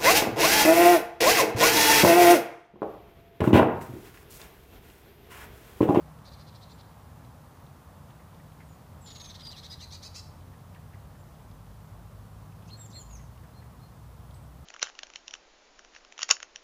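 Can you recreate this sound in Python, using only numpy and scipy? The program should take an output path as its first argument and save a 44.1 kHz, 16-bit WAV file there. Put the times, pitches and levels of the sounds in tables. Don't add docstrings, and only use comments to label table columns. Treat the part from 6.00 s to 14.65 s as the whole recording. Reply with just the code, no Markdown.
import sys
import numpy as np
from scipy import signal
from scipy.fft import rfft, irfft, next_fast_len
from scipy.io import wavfile
from scipy.ndimage import map_coordinates

SR = 44100
rng = np.random.default_rng(int(sys.argv[2]) if len(sys.argv) > 2 else 0)


def unload_audio(sound):
    columns = np.transpose(np.atleast_2d(sound))
    steps = np.round(np.clip(columns, -1, 1) * 32767)
    wavfile.write(sys.argv[1], SR, steps.astype(np.int16))


N = 381465


def from_db(db):
    return 10 ** (np.asarray(db) / 20)


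def rms_one(x):
    return x / np.sqrt(np.mean(x ** 2) + 1e-20)


def drift(rate_hz, size=N):
    pole = np.exp(-2 * np.pi * rate_hz / SR)
    run_in = SR // 2
    noise = rng.standard_normal(size + run_in)
    return rms_one(signal.lfilter([1], [1, -2 * pole, pole * pole], noise)[run_in:])


def resonance(x, hz, width_hz):
    r = np.exp(-np.pi * width_hz / SR)
    zeros = (1 - r * r) / 2 * np.array([1, 0, -1])
    poles = [1, -2 * r * np.cos(2 * np.pi * hz / SR), r * r]
    return signal.lfilter(zeros, poles, x)


def coloured(spectrum):
    hz, db = np.transpose(spectrum)
    size = next_fast_len(N)
    bin_hz = np.maximum(np.arange(size // 2 + 1) * SR / size, 1)
    shape = from_db(np.interp(np.log(bin_hz), np.log(hz), db, left=-80, right=-80))
    return rms_one(irfft(rfft(rng.standard_normal(size)) * shape, size)[:N])


def add(out, start_s, sound):
    i = round(start_s * SR)
    out[i:i + len(sound)] += sound[:N - i]


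def phase(hz):
    return 2 * np.pi * np.cumsum(hz) / SR


def scolding():
    # (time [s], length [s], low voice [Hz], high voice [Hz], crest place [0-1], level [dB])
    rasps = [(0.243, 0.056, 1900, 2380, 0.6, -58.5), (0.314, 0.049, 1856, 2360, 0.35, -60),
             (0.383, 0.049, 1790, 2480, .65, -61), (0.459, 0.042, 1810, 2450, .68, -61.5),
             (0.537, 0.042, 1800, 2400, .6, -60.5), (0.608, 0.039, 1953, 2300, .8, -58),
             (0.686, 0.05, 1810, 2300, .7, -61), (0.777, 0.04, 1750, 2250, .8, -60.5),
             (3.057, 0.045, 1698, 2170, .45, -54), (3.098, 0.028, 1830, 2180, 0.58, -51),
             (3.146, 0.029, 1820, 2210, 0.62, -51), (3.192, 0.032, 1885, 2246, 0.64, -49.5),
             (3.239, 0.032, 1873, 2235, 0.52, -51), (3.288, 0.035, 1880, 2230, .59, -50.5),
             (3.34, 0.03, 1877, 2175, 0.66, -51), (3.391, 0.033, 1827, 2176, .7, -51.5),
             (3.444, .037, 1876, 2195, .65, -51), (3.5, 0.033, 2024, 2330, 0.85, -49),
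             (3.556, 0.048, 1938, 2300, .88, -50), (3.624, 0.049, 1915, 2260, 0.83, -49.5),
             (3.696, 0.054, 1980, 2280, 0.7, -49), (3.791, 0.065, 2060, 2410, 0.75, -49),
             (3.901, 0.07, 1976, 2475, 0.69, -48.5), (4.018, 0.068, 2016, 2570, 0.68, -48),
             (4.14, 0.072, 2074, 2692, 0.46, -47)]
    # (centre [Hz], width [Hz], level [dB], extra at the start [dB], share of breath [1])
    throat = [(2200, 2000, -12.5, 7, .2), (4100, 1400, 1.5, 1.5, 0.23), (5800, 1360, -5, 13, 1.26),
              (8100, 1900, -13, 2, 0.92)]
    throat_listed_at_hz = 2130
    grip_per_spread, grip_from_ratio, grip_most = 12.0, 1.1, 2.2
    rough_s, quiet_rough_per_db, loud_db = .013, .01, -48
    quiet_dull_db = .3
    breath_db = -3.5
    start_pitch_share = .75
    out = np.zeros(N)
    for start_s, length_s, low_hz, high_hz, crest, level_db in rasps:
        size = round(length_s * SR)
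        u = np.arange(size) / size
        crest = np.clip(crest, .2, .9)
        steady = np.ones(size)
        quiet_db = loud_db - level_db
        grip = np.clip(grip_per_spread * (high_hz / low_hz - grip_from_ratio), .3, grip_most)
        rough = rough_s / length_s + quiet_rough_per_db * quiet_db

        low = np.cos(phase(low_hz * steady) + rough * drift(660, size=size))
        high = np.cos(phase(high_hz * steady) + rough * drift(730, size=size))
        opening = np.exp(2.02 * low + grip * high)
        octaves = low ** 2 + grip / 2.0 * high ** 2
        flow = rms_one(np.diff(opening, prepend=opening[0]))
        flow = flow + 0.32 * rms_one(np.diff(octaves, prepend=octaves[0]))
        breath = from_db(breath_db) * rms_one(opening * rng.standard_normal(size))

        throat_scale = (low_hz + high_hz) / 2 / throat_listed_at_hz
        voiced = 0
        for k, (hz, width_hz, db, early_db, leak) in enumerate(throat):
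            colour = resonance(flow + leak * breath, hz * throat_scale, width_hz)
            dull_db = 0 if k == 1 else quiet_dull_db * quiet_db
            voiced = voiced + (-1) ** k * colour * from_db(db + early_db * (1 - u) - dull_db)

        rising = np.maximum(1 - u / crest, 0)
        falling = np.maximum(u - crest, 0) / (1 - crest)
        arch = 1 - (1 - start_pitch_share) * rising ** 1.7
        arch = arch - 0.0084 / length_s * falling ** 3.52
        bent = map_coordinates(voiced, [np.cumsum(np.clip(arch, .4, 1))], order=3)
        swell = (1 - rising ** 1.6) * (1 - falling ** 3.2)
        swell = swell * from_db(1.45 * drift(90, size=size))
        add(out, start_s, from_db(level_db) * rms_one(bent * swell))
    return out


def whistles(notes, bend, soft_start_db, soft_end_db, flutter_db,
             scoop_hz=0, drop_hz=0, edge_s=.008, hold_s=0):
    out = np.zeros(N)
    for start_s, length_s, start_hz, end_hz, level_db, crest in notes:
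        t = np.arange(0, length_s, 1 / SR)
        u = t / length_s
        crest = np.clip(crest, .05, .95)
        glide = (np.maximum(t - hold_s, 0) / (length_s - hold_s)) ** bend
        hz = start_hz + (end_hz - start_hz) * glide
        hz = hz - scoop_hz * np.maximum(1 - t / edge_s, 0)
        hz = hz - drop_hz * np.maximum(1 - (length_s - t) / edge_s, 0)
        before_db = soft_start_db * (1 - u / crest) ** 2
        after_db = soft_end_db * ((u - crest) / (1 - crest)) ** 2
        swell_db = np.where(u < crest, before_db, after_db)
        edge = np.minimum(np.minimum(t, length_s - t) / 0.0025, 1)
        tone = np.sqrt(2) * np.sin(phase(hz) + 0.49 * drift(150, size=len(t)))
        gain = from_db(level_db + swell_db + flutter_db * drift(63, size=len(t)))
        add(out, start_s, edge * tone * gain)
    return out


def bursts(rows, decay_s, width_hz):
    out = np.zeros(N)
    t = np.arange(SR // 16) / SR
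    for start_s, peak_db, hz in rows:
        puff = rng.standard_normal(len(t)) * t * np.exp(-t / decay_s)
        puff = resonance(resonance(puff, hz, width_hz), hz, width_hz)
        add(out, start_s, from_db(peak_db) * puff / np.abs(puff).max())
    return out


def open_perch_birds():
    # (time [s], length [s], start pitch [Hz], end pitch [Hz],
    # level at the crest [dB], crest place [0-1])
    pipes = [(6.7, 0.073, 4230, 4280, -52.5, .65), (6.927, .074, 4180, 4280, -51, 0.75),
             (7.535, .077, 4180, 4230, -63.5, 0.8), (7.795, 0.094, 4190, 4250, -68, .45)]
    held = [(3.422, .095, 4960, 4710, -44.5, 0.68), (3.695, 0.071, 5020, 4820, -47, 0.41)]
    flicks = [(3.53, .052, 3450, 2300, -57, .15), (3.803, .04, 3400, 2580, -61, .1)]
    # (time [s], peak [dB], pitch [Hz])
    chucks = [(2.1897, -55, 1710), (2.394, -55, 1810), (2.6012, -50.5, 1870), (4.5286, -54, 1766),
              (4.7537, -50, 1755), (4.9299, -49, 1770), (5.149, -55, 1596), (6.7835, -54.5, 1700),
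              (6.9507, -53, 1820), (7.1904, -55, 2070), (7.4305, -55, 1730), (7.6168, -53, 1860)]
    out = whistles(pipes, bend=1.3, soft_start_db=-8, soft_end_db=-10, flutter_db=2.5,
                   scoop_hz=750, edge_s=0.0118)
    out += whistles(held, bend=.6, soft_start_db=-10, soft_end_db=-16, flutter_db=3.0)
    out += whistles(flicks, bend=.45, soft_start_db=-1, soft_end_db=-13, flutter_db=4.5)
    return out + bursts(chucks, decay_s=0.0077, width_hz=780)


def tree_birds():
    # (time [s], length [s], start pitch [Hz], end pitch [Hz],
    # level at the crest [dB], crest place [0-1])
    slurs = [(6.768, 0.1, 7700, 7290, -53, 0.49), (6.932, 0.1, 7680, 6800, -52.5, .8),
             (7.097, .068, 6900, 6300, -54.5, 0.82)]
    long_fall = [(3.008, .29, 7750, 6270, -59, 0.17)]
    seeps = [(0.535, .035, 7540, 7560, -76, .5), (0.7, .026, 6900, 7490, -71, .7),
             (.728, .028, 7000, 7490, -69, .3), (2.635, .07, 8380, 8290, -73, .25),
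             (2.67, 0.1, 7140, 6880, -71, .4), (5.175, .045, 7390, 7300, -73, .6),
             (8.342, 0.044, 7700, 8500, -64.5, .2)]
    # (time [s], peak [dB], pitch [Hz])
    scratches = [(6.65, -62, 5500), (6.672, -53, 6210), (6.675, -56, 4870), (6.684, -51.5, 3000),
                 (6.9, -55, 5930), (6.912, -54, 4470), (7.162, -51, 5660)]
    out = whistles(slurs, bend=1.4, soft_start_db=-13, soft_end_db=-6, flutter_db=2.0,
                   scoop_hz=700, drop_hz=600, edge_s=0.0089)
    out += whistles(long_fall, bend=.45, soft_start_db=-12, soft_end_db=3.5, flutter_db=2.5, hold_s=0.022)
    out += whistles(seeps, bend=.55, soft_start_db=-9, soft_end_db=-8, flutter_db=2.5)
    return out + bursts(scratches, decay_s=0.009, width_hz=1200)


def meadow(x, trees_db, hedge_db):
    trees_t60_s, hedge_echo_s = 0.44, 0.085
    t = np.arange(SR // 2) / SR
    trees = rng.standard_normal(len(t)) * from_db(-60 * t / trees_t60_s) * np.minimum(t / 0.0027, 1)
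    hedge = rng.standard_normal(len(t)) * np.exp(-((t - hedge_echo_s) / .016) ** 2)
    response = from_db(trees_db) * trees / np.linalg.norm(trees)
    response += from_db(hedge_db) * hedge / np.linalg.norm(hedge)
    response[0] = 1
    return signal.fftconvolve(x, response)[:N]


def grass_ticks():
    # (time [s], peak [dB], pitch [Hz])
    loud = [(1.2471, -54, 3390), (1.6643, -56, 3202), (2.1036, -55, 2750), (2.5192, -56, 2670),
            (4.4074, -56, 2990), (4.7456, -48.5, 2350), (7.3746, -55, 2248), (8.3414, -56, 4150)]
    faint_count = 38
    chance = rng.random((faint_count, 3))
    faint_s = chance[:, 0] * N / SR
    faint_db = -66 + 12.8 * chance[:, 1]
    faint_hz = 2100 + 1500 * chance[:, 2]
    faint = np.transpose([faint_s, faint_db, faint_hz])
    return bursts(loud, decay_s=0.0024, width_hz=1800) + bursts(faint, decay_s=.002, width_hz=1700)


def engine():
    # (time [s], firing rate [Hz], first order level [dB], second order level [dB])
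    orders = [(2.5, 36.9, -71, -58), (2.7, 36.14, -76, -57), (3.01, 43.8, -68, -60), (3.77, 41.5, -66, -54),
              (5.12, 48.9, -64, -53), (5.21, 46.5, -61, -61), (5.72, 51.3, -53.5, -54),
              (6.39, 51.17, -54.5, -53.5), (6.78, 53.77, -81, -48.5), (7.11, 55.07, -44.5, -56),
              (7.31, 59.5, -53.5, -54.5), (7.5, 56.34, -67, -53.5), (8.53, 62.6, -50, -56),
              (8.65, 64.3, -72, -53)]
    t = np.arange(N) / SR
    s, hz, first_db, second_db = np.transpose(orders)
    turn = phase(np.interp(t, s, hz)) + 0.41 * drift(2.5)
    first = from_db(np.interp(t, s, first_db, left=-90)) * np.sin(turn)
    second = from_db(np.interp(t, s, second_db, left=-90)) * np.sin(2 * turn)
    return np.sqrt(2) * (first + second)


def drone():
    # (time [s], level [dB])
    levels = [(0.0, -60), (0.02, -51.5), (0.34, -59.5), (2.36, -62.5), (2.41, -53.5), (3.28, -64.5),
              (4.99, -58), (8.65, -64)]
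    centre_hz, waver_hz = 155.5, 3.0
    s, level_db = np.transpose(levels)
    gain = np.sqrt(2) * from_db(np.interp(np.arange(N) / SR, s, level_db))
    return gain * np.sin(phase(centre_hz + waver_hz * drift(1.505)) + 0.58 * drift(3.8))


def traffic():
    # (time [s], rumble level [dB], tyre roar level [dB])
    levels = [(0, -51, -56), (1.6, -51, -57), (3.1, -51, -57.5), (5.6, -50.5, -58), (7, -49.5, -58),
              (8.65, -50, -58)]
    # (frequency [Hz], relative density [dB per Hz])
    rumble = [(15, -86), (25, -34), (42, -11), (65, 1.5), (102, 2), (161, -2.5), (188, -5), (281, -17),
              (371, -20), (450, -16.5), (580, -31), (990, -120)]
    roar = [(150, -5.5), (250, -0.5), (412, -12.5), (441, -8.5), (519, -3.5), (557, -2.5), (1120, -3.5),
            (1440, -10), (2110, -16.5), (4000, -34), (5200, -48), (8800, -120)]
    t = np.arange(N) / SR
    s, rumble_db, roar_db = np.transpose(levels)
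    out = from_db(np.interp(t, s, rumble_db)) * coloured(rumble)
    return out + from_db(np.interp(t, s, roar_db) + 0.35 * drift(11.4)) * coloured(roar)


def microphone_hiss():
    # (frequency [Hz], relative density [dB])
    spectrum = [(1470, -35), (2500, -3), (3090, -0.5), (8250, -5), (14800, -2.5), (15400, 0)]
    return from_db(-66.5) * coloured(spectrum)


def scene():
    birds = meadow(scolding(), trees_db=-7.0, hedge_db=-18.5)
    birds += meadow(open_perch_birds(), trees_db=-15.5, hedge_db=-25)
    birds += meadow(tree_birds(), trees_db=-8, hedge_db=-15)
    far = engine() + drone() + traffic()
    return (birds + grass_ticks() + far + microphone_hiss())[None]


def record(dry):
    cutoff_hz = 15680
    taken = signal.resample_poly(dry, 160, 147, axis=1)
    picked = taken[:, np.arange(N) * 160 // 147]
    return signal.sosfilt(signal.cheby2(28, 62, cutoff_hz, fs=SR, output="sos"), picked)


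dry = scene()
out = record(dry)
unload_audio(out)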